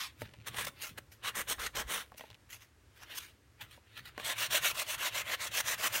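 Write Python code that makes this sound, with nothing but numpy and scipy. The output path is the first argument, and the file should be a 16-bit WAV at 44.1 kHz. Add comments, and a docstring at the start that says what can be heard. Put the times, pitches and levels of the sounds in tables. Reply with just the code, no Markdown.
"""On a craft table in a small room, close to one microphone, a sanding block rubs a painted book page.
It is dragged aside; its edge scuffs four times and makes seven strokes; fingers turn it over; then its
flat face scrubs about eight strokes a second. Random snaps of grit, filtered by resonances, form each rub;
irregular trips drum on the page. Decaying modes and noise make the taps; narrow noise makes the table rumble."""
import sys
import numpy as np
from scipy import signal
from scipy.fft import rfft, irfft, next_fast_len
from scipy.io import wavfile
from scipy.ndimage import uniform_filter1d, map_coordinates

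SR = 44100
rng = np.random.default_rng(int(sys.argv[2]) if len(sys.argv) > 2 else 0)


def wrap_up_sound(samples):
    """Save the sound to the file named by the first command line argument, as 16-bit audio."""
    columns = np.atleast_2d(samples).T
    # keep every value between -1 and 1, then stretch to whole-number steps
    tamed = np.clip(columns, -1, 1)
    steps = np.round(tamed * 32767).astype(np.int16)
    wavfile.write(sys.argv[1], SR, steps)


N = 264600
TIME = np.arange(N) / SR  # s


def amp(db):
    """Logarithmic level: decibels become an amplitude gain."""
    return 10 ** (np.asarray(db) / 20)


def unit(x):
    """Normalisation: scale a signal to rms 1."""
    return x / np.sqrt(np.mean(x ** 2) + 1e-20)


def along(points, hz):
    """Logarithmic frequency scale: interpolate (f/Hz, value) points along it."""
    f, value = np.transpose(points)
    return np.interp(np.log(hz + 1), np.log(f + 1), value)


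def filtered(x, response):
    """Linear filtering: multiply the spectrum by a response of frequency."""
    size = next_fast_len(len(x) + 8192)
    hz = np.fft.rfftfreq(size, 1 / SR)
    return irfft(rfft(x, size) * response(hz), size)[:len(x)]


def below(hz, edge_hz, order=4):
    """Butterworth low-pass: gain falls smoothly above the edge."""
    return 1 / np.sqrt(1 + (hz / edge_hz) ** (2 * order))


def above(hz, edge_hz, order=4):
    """Power complement: the high-pass gain that completes the low-pass."""
    return (hz / edge_hz) ** order * below(hz, edge_hz, order=order)


def resonance(hz, centre_hz, width_hz):
    """Damped resonance: the response of one mode."""
    return 1j * hz * width_hz / (centre_hz ** 2 - hz ** 2 + 1j * hz * width_hz)


# resonances (+) and hollows (-) of block, book and table: (f/Hz, width/Hz, level/dB)
BODY_RESONANCES = [(1054, 82, 4), (1270, 90, 0), (1380, 150, 2.5), (1724, 230, 1.5), (2033, 54, -7),
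                   (2045, 90, 4.5), (2260, 530, -1.5), (2580, 260, -1.5), (4950, 910, -3.5), (6030, 260, 0),
                   (6910, 430, -1), (7700, 760, -3.5), (9400, 450, -0.5), (10440, 490, -6.5)]


def body(hz):
    """Resonant colouring: fixed peaks and hollows, summed in decibels, shape every rub."""
    level_db = 0
    for centre, width, db in BODY_RESONANCES:
        level_db = level_db + db / (1 + (2 * (hz - centre) / width) ** 2)
    return amp(level_db)


def wobble(rate):
    """Slow random modulation: a smooth curve through rate knots a second."""
    knots = rng.standard_normal(int(N * rate / SR) + 4)
    return map_coordinates(knots, [TIME * rate])


def snaps(rate, spread_db):
    """Stick-slip: grit points catch and let go as uneven random impulses, rate a second."""
    hit = rng.random(N) < rate / SR
    size = rng.standard_normal(N) * amp(spread_db * rng.standard_normal(N))
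    return unit(hit * size)


def smooth_noise(shape, bands, frames):
    """Local averaging: a random time-frequency field, smoothed over bands and frames."""
    across = uniform_filter1d(rng.standard_normal(shape), size=bands, axis=0)
    return unit(uniform_filter1d(across, size=frames, axis=1))


def shifting(x, patchy_db, drift_db):
    """Moving contact patch: colour flickers within a stroke and drifts from one to the next."""
    z = signal.stft(x, nperseg=1024)[2]
    flicker = smooth_noise(z.shape, bands=5, frames=3)
    drift = smooth_noise(z.shape, bands=24, frames=12)
    return signal.istft(z * amp(patchy_db * flicker + drift_db * drift))[1][:N]


HISS_PER_PUSH, CHATTER_PER_RASP = 1.115, 0.92  # dB of hiss per dB of push; dB of chatter per dB of rasp


def stroke_gains(strokes, stop_db_per_s, hiss_per_speed):
    """Friction envelope: each stroke bites, swells to its hardest push, eases off and stops.

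    Returns gains of rasp, hiss and any chatter."""
    power = 0
    for start, length, hardest, bite_db_per_s, peak_db, swell_db, hiss_db, *chatter_db in strokes:
        t = TIME - start
        peak_place = np.clip(hardest, .01, .99)
        distance = np.interp(t / length, [0, peak_place, 1], [1, 0, 1])  # 0 at the hardest push
        push = -swell_db * distance ** 2
        speed = -bite_db_per_s * np.maximum(-t, 0) - stop_db_per_s * np.maximum(t - length, 0)
        levels = [push + speed, hiss_db + HISS_PER_PUSH * push + hiss_per_speed * speed]
        levels += [db + CHATTER_PER_RASP * (push + speed) for db in chatter_db]
        power = power + amp(np.maximum(peak_db + np.array(levels), -200)) ** 2
    return np.sqrt(power)


def abrasion(colour, rasp, hiss, weight, rate, spread_db, patchy_db, low_hz, split_hz):
    """Abrasive friction: coarse grit rasps through resonances; fine grit hisses once up to speed."""
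    grit = shifting(snaps(rate, spread_db), patchy_db, drift_db=1.68)
    tone = lambda hz: amp(along(colour, hz)) * body(hz)
    coarse = unit(filtered(grit, lambda hz: tone(hz) * below(hz, split_hz, order=6) ** 2))
    fine = unit(filtered(grit, lambda hz: tone(hz) * above(hz, split_hz, order=6) ** 2))
    low = filtered(coarse, lambda hz: below(hz, low_hz, order=3) ** 2)
    high = coarse - low
    return rasp * (low * weight + high / weight) + hiss * fine


def chatter(page, rate, lump_db):
    """Impact excitation: the block trips over ridges of paint and drums on the page."""
    trips = snaps(rate, spread_db=1.5) * amp(lump_db * wobble(110))
    return unit(filtered(trips, lambda hz: amp(along(page, hz))))


def pressure(rasp, drum, light_db, effect):
    """Contact loading: a block that chatters more is pressed harder, so its rasp's low half gains."""
    relative_chatter = drum / rasp / amp(light_db)
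    return np.clip(relative_chatter, amp(-9), amp(8)) ** effect


# rasp spectrum of the lightly dragged block, before the body resonances: (f/Hz, level/dB per Hz)
DRAG_SPECTRUM = [(350, -51), (600, -21), (928, -11), (1120, -7.5), (1520, -7), (2350, 2), (2920, -6),
                 (3490, 1), (3780, -2), (7900, -10), (15600, -20)]
# the block dragged aside before it is picked up, levels before the trims below: (start t/s, length t/s,
# place of the hardest push 0-1, bite/(dB/s), peak rasp level/dB, swell/dB, hiss level/dB re rasp)
DRAG_STROKES = [(0.0, 0.071, 0.11, 600, -38, 9, -5.5)]


def drag():
    """Light sliding friction: with little weight on it the block gives a thin rasp."""
    rasp, hiss = stroke_gains(DRAG_STROKES, stop_db_per_s=400, hiss_per_speed=1.4)
    return abrasion(DRAG_SPECTRUM, rasp * amp(-0.1), hiss * amp(0.0), weight=0.83, rate=16000,
                    spread_db=0.5, patchy_db=2.0, low_hz=2200, split_hz=4300)


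def jolt_gain(jolts, rise_db_per_s, fall_db_per_s):
    """Exponential growth and decay: the strongest of the (t/s, level/dB) jolts rules each moment."""
    levels = [db - np.maximum(rise_db_per_s * (s - TIME), fall_db_per_s * (TIME - s)) for s, db in jolts]
    return amp(np.max(levels, axis=0))


# hands and block bump the table: (t/s, level/dB)
TABLE_BUMPS = [(0.0, -60), (0.09, -63), (0.225, -46), (0.39, -52), (0.505, -49), (0.585, -48),
               (0.65, -47.5), (0.91, -51), (0.985, -58), (2.31, -66), (3.17, -65), (3.63, -59), (4.01, -58),
               (4.08, -58)]
THUD_RISE_DB_PER_S, THUD_FALL_DB_PER_S = 700, 183
# hard edge strokes rock the table on its legs: (t/s, level/dB)
TABLE_ROCKS = [(1.43, -60), (1.57, -49.5), (1.79, -52), (1.86, -50)]
ROCK_RISE_DB_PER_S, ROCK_FALL_DB_PER_S = 280, 132
# each turn of the hand jolts the table: dB re the stroke's tabled peak, s before the stroke
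TURN_JOLT_DB, TURN_LEAD_S = -23.5, 0.018
IDLE_THUD_DB = -75.5  # room rumble keeps the board mode faintly astir


def table():
    """Modal excitation: bumps and hand turns stir the lowest board mode; hard strokes rock the legs."""
    board = lambda hz: resonance(hz, 111.3, 16.0) * below(hz, 440) * above(hz, 48)
    legs = lambda hz: resonance(hz, 56, 30) * below(hz, 62) * above(hz, 37)
    thud = unit(filtered(rng.standard_normal(N), board))
    sway = unit(filtered(rng.standard_normal(N), legs))
    turns = []
    for start, _, _, _, peak_db, *_ in [*EDGE_RUBS, *flat_strokes()]:
        turns.append((start - TURN_LEAD_S, peak_db + TURN_JOLT_DB))
    thud_gain = jolt_gain([*TABLE_BUMPS, *turns], THUD_RISE_DB_PER_S, THUD_FALL_DB_PER_S)
    sway_gain = jolt_gain(TABLE_ROCKS, ROCK_RISE_DB_PER_S, ROCK_FALL_DB_PER_S)
    return (thud_gain + amp(IDLE_THUD_DB)) * thud + (sway_gain + amp(-12) * thud_gain) * sway


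# relative spectrum of the room's background noise: (f/Hz, level/dB per Hz)
AIR_SPECTRUM = [(20, -30), (35, -37), (54, 2.5), (80, 0.5), (112, 0.5), (141, -15), (190, -15.5), (300, -9),
                (750, -20.5), (1700, -18.5), (3100, -24.5), (8000, -29.5), (15600, -37.5)]
ROOM_AIR_DB = -64.5  # rms before the slow drift


def room_air():
    """Stationary coloured noise: low rumble and faint hiss, drifting slightly in level."""
    drift = amp(.6 * wobble(7))
    noise = filtered(rng.standard_normal(N), lambda hz: amp(along(AIR_SPECTRUM, hz)))
    return amp(ROOM_AIR_DB) * drift * unit(noise)


# spectrum of skin on grit, before the body resonances: (f/Hz, level/dB per Hz)
FINGER_SPECTRUM = [(300, -15.5), (650, -10), (1100, -8), (1700, 0.5), (2700, 2), (3600, -3.5), (4500, -7),
                   (6000, -11), (8000, -15), (10300, -14), (15600, -16.5)]
# fingers sliding on the block, levels before the trims below: (start t/s, length t/s,
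# place of the hardest push 0-1, bite/(dB/s), peak rasp level/dB, swell/dB, hiss level/dB re rasp)
FINGER_RUBS = [(0.205, 0.019, 0.7, 500, -48, 5.5, -3.5), (0.25, 0.013, 0.4, 500, -51.5, 7.5, -13),
               (0.79, 0.023, 0.8, 300, -49.5, 4.5, -7), (0.817, 0.058, 0, 1302, -42.5, 5, 1.5),
               (1.116, 0.025, 0.5, 1040, -56.5, 8, 0.5), (2.178, 0.008, 0.4, 1200, -55, 5, 8.5),
               (2.195, 0.092, 0.3, 500, -58.5, 6, -8), (2.503, 0.047, 0.78, 1240, -51, 2.5, 1),
               (2.608, 0.032, 0.66, 720, -58.5, 4, -3), (2.96, 0.033, 0.6, 300, -62, 6, -4),
               (3.01, 0.031, 0.76, 400, -47, 11, -6.5), (3.093, 0.069, 0.36, 310, -47, 6, -9),
               (3.153, 0.041, 0.67, 850, -43.5, 11, 2.5), (3.198, 0.1, 0.08, 770, -51.5, 10, -3.5),
               (3.607, 0.034, 0.2, 700, -46.5, 9.5, -7), (3.71, 0.057, 0, 300, -57, 6.5, -6),
               (3.95, 0.059, 0.68, 156, -46, 14, -10.5), (4.054, 0.044, 0, 300, -49, 9.5, -8.5)]


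def finger_slides():
    """Soft-contact friction: skin brushes over the grit as the block is gripped and turned."""
    rasp, hiss = stroke_gains(FINGER_RUBS, stop_db_per_s=333, hiss_per_speed=1.4)
    weight = amp(0.78 * wobble(18))
    brush = abrasion(FINGER_SPECTRUM, rasp * amp(-1.0), hiss * amp(0.0), weight, rate=8000,
                     spread_db=1.0, patchy_db=3.0, low_hz=2180, split_hz=4970)
    flutter = amp(1.3 * wobble(140))
    return brush * flutter


# modes of the book, before random detuning and level scatter: (f/Hz, level/dB re knock, T60 t/s)
KNOCK_MODES = [(224, -1, 0.044), (490, 3.5, 0.032), (622, 6, 0.039), (823, 3.5, 0.042), (1057, 4, 0.048),
               (1430, -3, 0.017)]
# block and fingers landing on the book, before the soft onset:
# (t/s, slap level/dB, slap centre f/Hz, knock level/dB)
LANDINGS = [(0.218, -29.5, 1640, -40), (0.337, -42, 2470, -58), (0.544, -34, 3400, -50.5),
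            (0.584, -28, 2160, -44.5), (0.669, -31, 2750, -46), (1.583, -43, 1500, -51.5),
            (2.119, -43, 1100, -54), (2.145, -53, 2050, -59), (2.195, -38.5, 1960, -56),
            (2.208, -35.5, 2200, -50), (2.238, -47, 1480, -53), (2.302, -41.5, 3160, -62),
            (2.311, -47, 3540, -66), (2.344, -44, 3120, -75), (3.613, -41, 3200, -63),
            (3.776, -58, 1820, -59.5), (4.178, -28, 1690, -42.5), (4.198, -30, 1810, -47)]
TICK_DB = -17  # grit tick, re slap


def book_knock(t):
    """Modal decay: damped sines, scattered anew in pitch, level and sign at each landing."""
    knock = 0
    for hz, level, t60 in KNOCK_MODES:
        decay = amp(level + rng.normal(0, 1) - 60 * t / t60)
        tone = np.sin(2 * np.pi * hz * rng.normal(1, 0.087) * t)
        knock = knock + decay * tone * rng.choice([-1, 1])
    return knock


def taps():
    """Impact: each landing knocks the book's modes, with a papery slap and a tick of grit."""
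    out, t = np.zeros(N + SR), np.arange(SR // 5) / SR
    noise = lambda response: unit(filtered(rng.standard_normal(len(t)), response))
    soft = 1 - np.exp(-t / 0.00074)  # foam and flesh cushion the contact
    for s, slap_db, slap_hz, knock_db in LANDINGS:
        knock = book_knock(t)
        slap = noise(lambda hz: resonance(hz, slap_hz, 0.69 * slap_hz) ** 2) * amp(-60 * t / 0.013)
        tick = noise(lambda hz: above(hz, 3400, order=2)) * amp(-60 * t / .016)
        cushioned = soft * (amp(knock_db) * knock + amp(slap_db) * slap)
        out[round(s * SR):][:len(t)] += cushioned + amp(slap_db + TICK_DB) * tick
    return out[:N]


# grit crumbs crackling as the block is set down and lifted: (start t/s, end t/s, rms level/dB)
CRUMB_SPANS = [(0.27, 0.46, -65), (2.03, 2.362, -68)]


def crumbs():
    """Sparse random impulses: loose grit snaps in separate dry ticks."""
    gain = sum(amp(db) * ((TIME > start) & (TIME < end)) for start, end, db in CRUMB_SPANS)
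    ticks = snaps(rate=400, spread_db=3)
    tone = lambda hz: amp(along(FINGER_SPECTRUM, hz)) * below(hz, 6700, order=2)
    return gain * unit(filtered(ticks, tone))


# rasp of the narrow edge, before the body resonances: (f/Hz, level/dB per Hz)
EDGE_SPECTRUM = [(450, -47), (700, -14), (880, -13), (1020, -6), (1260, -5), (1700, -1), (2000, -1.5),
                 (2500, -4), (3200, -3.5), (3900, -6), (4850, -15), (6200, -15), (10600, -18), (15600, -22)]
# drumming of the page under the edge: (f/Hz, level/dB per Hz)
EDGE_DRUM_SPECTRUM = [(100, -11), (170, -6.5), (354, -6), (398, -3), (512, -0.5), (863, -6.5), (1010, -7),
                      (1100, -5), (1430, -52), (2420, -120)]
# strokes of the narrow edge, levels before the trims below: (start t/s, length t/s,
# place of the hardest push 0-1, bite/(dB/s), peak rasp level/dB, swell/dB, hiss level/dB re rasp,
# chatter level/dB re rasp)
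EDGE_RUBS = [(0.462, 0.035, 0.44, 1010.0, -41, 13.5, -4, -13.5),
             (0.559, 0.082, 0.5, 203, -37, 10.0, -4.5, -14.5),
             (0.644, 0.013, 0.63, 870.0, -39, 12, -1, -13),
             (0.666, 0.022, 0.18, 910.0, -41.0, 6.5, -0.5, -14),
             (0.972, 0.022, 0.58, 920.0, -41.0, 19.5, -6, -9),
             (1.238, 0.061, 0.85, 960.0, -37.5, 6.5, -6, -15.5),
             (1.355, 0.062, 1, 1020.0, -40.0, 1.5, -1.5, -11),
             (1.487, 0.041, 0.2, 1020.0, -36, 1.0, -0.5, -11.5),
             (1.598, 0.073, 0.97, 892, -39.0, 3, -4.5, -13), (1.756, 0.06, 0.6, 1190.0, -37, 1, -5.5, -9.0),
             (1.87, 0.17, 0.33, 550.0, -34.5, 22.0, -5.5, -13.5)]


def edge_scrub():
    """Concentrated contact: the narrow edge bites with fewer, sharper snaps."""
    rasp, hiss, drum = stroke_gains(EDGE_RUBS, stop_db_per_s=709, hiss_per_speed=1.8)
    weight = pressure(rasp, drum, light_db=-18, effect=0.075)
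    grind = abrasion(EDGE_SPECTRUM, rasp * amp(-0.77), hiss * amp(1.0), weight, rate=15000,
                     spread_db=1.0, patchy_db=1.3, low_hz=2200, split_hz=4800)
    grip_and_slip = amp(1.3 * wobble(130))
    drumming = chatter(EDGE_DRUM_SPECTRUM, rate=2500, lump_db=1.5)
    return grind * grip_and_slip + drum * amp(0.05) * drumming


# strokes of the flat face, pulled and pushed in turn, levels before the trims in flat_scrub:
# (start t/s, length t/s, peak rasp level/dB, swell/dB, hiss level/dB re rasp)
FLAT_RUBS = [(4.19, 0.048, -46.5, 4.5, -11), (4.248, 0.08, -36, 3, -3.5), (4.387, 0.079, -36.5, 2, -2.5),
             (4.51, 0.075, -28.5, 9.5, -2.5), (4.627, 0.089, -32, 8.5, -2.5), (4.747, 0.088, -34.5, 13, -4),
             (4.882, 0.071, -37.5, 4, -3), (4.984, 0.11, -32.5, 13, -5.5), (5.145, 0.073, -35, 6.5, -3.5),
             (5.249, 0.11, -34, 16.5, -7), (5.416, 0.064, -39.5, 2.5, -3), (5.518, 0.099, -32, 14.5, -2),
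             (5.665, 0.08, -33.5, 6, -2.5), (5.784, 0.1, -32, 13, -2), (5.92, 0.1, -34.5, 8.5, -2.5)]
# a pull peaks early, a push leans in until it stops:
# (place of the hardest push 0-1, bite/(dB/s), chatter level/dB re rasp)
PULL, PUSH = (0.26, 327, -14.5), (0.87, 820, -13)


def flat_strokes():
    """Reciprocating motion: pulls and pushes in turn, with the columns of the edge strokes."""
    strokes = []
    for index, (start, length, peak_db, swell_db, hiss_db) in enumerate(FLAT_RUBS):
        hardest, bite_db_per_s, chatter_db = PUSH if index % 2 else PULL
        strokes.append((start, length, hardest, bite_db_per_s, peak_db, swell_db, hiss_db, chatter_db))
    return strokes


# rasp of the flat face, before the body resonances: (f/Hz, level/dB per Hz)
FLAT_SPECTRUM = [(410, -51), (700, -7.5), (829, -11.5), (1030, -3), (1410, -4), (1570, -0.5), (2230, 1),
                 (2780, 2.5), (5110, -6), (6800, -5.5), (7750, -6.5), (8710, -7.5), (10400, -9),
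                 (14300, -12.5), (15600, -11.5)]
# drumming of the page under the flat face: (f/Hz, level/dB per Hz)
FLAT_DRUM_SPECTRUM = [(100, -26), (170, -38), (194, -7), (247, -16.5), (313, -7.5), (421, -7.5), (632, 4.5),
                      (830, -8.5), (1100, -4), (1430, -53), (2420, -120)]
SKIM_DB = -57.5  # rasp while the face turns round on the page, before the trim below


def flat_scrub():
    """Distributed contact: many points grind at once, and once begun the face never leaves the page."""
    rasp, hiss, drum = stroke_gains(flat_strokes(), stop_db_per_s=852, hiss_per_speed=1.8)
    skim = amp(SKIM_DB) * (TIME > FLAT_RUBS[0][0])
    rasp = np.hypot(rasp, skim)
    weight = pressure(rasp, drum, light_db=-20.5, effect=0.15)
    grind = abrasion(FLAT_SPECTRUM, rasp * amp(-0.6), hiss * amp(1.04), weight, rate=24000,
                     spread_db=1.5, patchy_db=2.1, low_hz=2360, split_hz=4440)
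    grip_and_slip = amp(1.2 * wobble(120))
    drumming = chatter(FLAT_DRUM_SPECTRUM, rate=2000, lump_db=2.0)
    return grind * grip_and_slip + drum * amp(-0.94) * drumming


def nearby(x):
    """Early scattering: things on the table return the sound within 20 ms and comb its colour."""
    t = np.arange(SR // 50) / SR
    echoes = rng.standard_normal(len(t)) * (t > .002) * amp(-60 * t / 0.068)
    return signal.fftconvolve(x, echoes / np.linalg.norm(echoes))[:N]


# reverberation time of the room: (f/Hz, T60 t/s)
REVERBERATION = [(150, 1), (2000, 0.13), (12000, 0.37)]


def room(x):
    """Diffuse reverberation: a noise tail fades fastest in the middle band, slowest in the bass."""
    hz, t, z = signal.stft(rng.standard_normal(SR // 2), SR, nperseg=256)
    t60 = along(REVERBERATION, hz)[:, None]
    tail = signal.istft(z * amp(-60 * t / t60), SR)[1]
    tail = np.pad(tail, (SR // 200, 0))  # 5 ms before the first reflections
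    return signal.fftconvolve(x, tail / np.linalg.norm(tail))[:N]


def scene():
    """Superposition: everything adds at one microphone, the same in both channels."""
    work = drag() + finger_slides() + taps() + crumbs() + edge_scrub() + flat_scrub()
    reflections = amp(-17.0) * nearby(work) + amp(-19.5) * room(work)
    mono = work + reflections + table() + room_air()
    return np.array([mono, mono])


TOP_HZ = 15800


def record(dry):
    """Band limiting: the recorder keeps nothing above its top frequency."""
    return np.array([filtered(channel, lambda hz: hz < TOP_HZ) for channel in dry])


dry = scene()
out = record(dry)
wrap_up_sound(out)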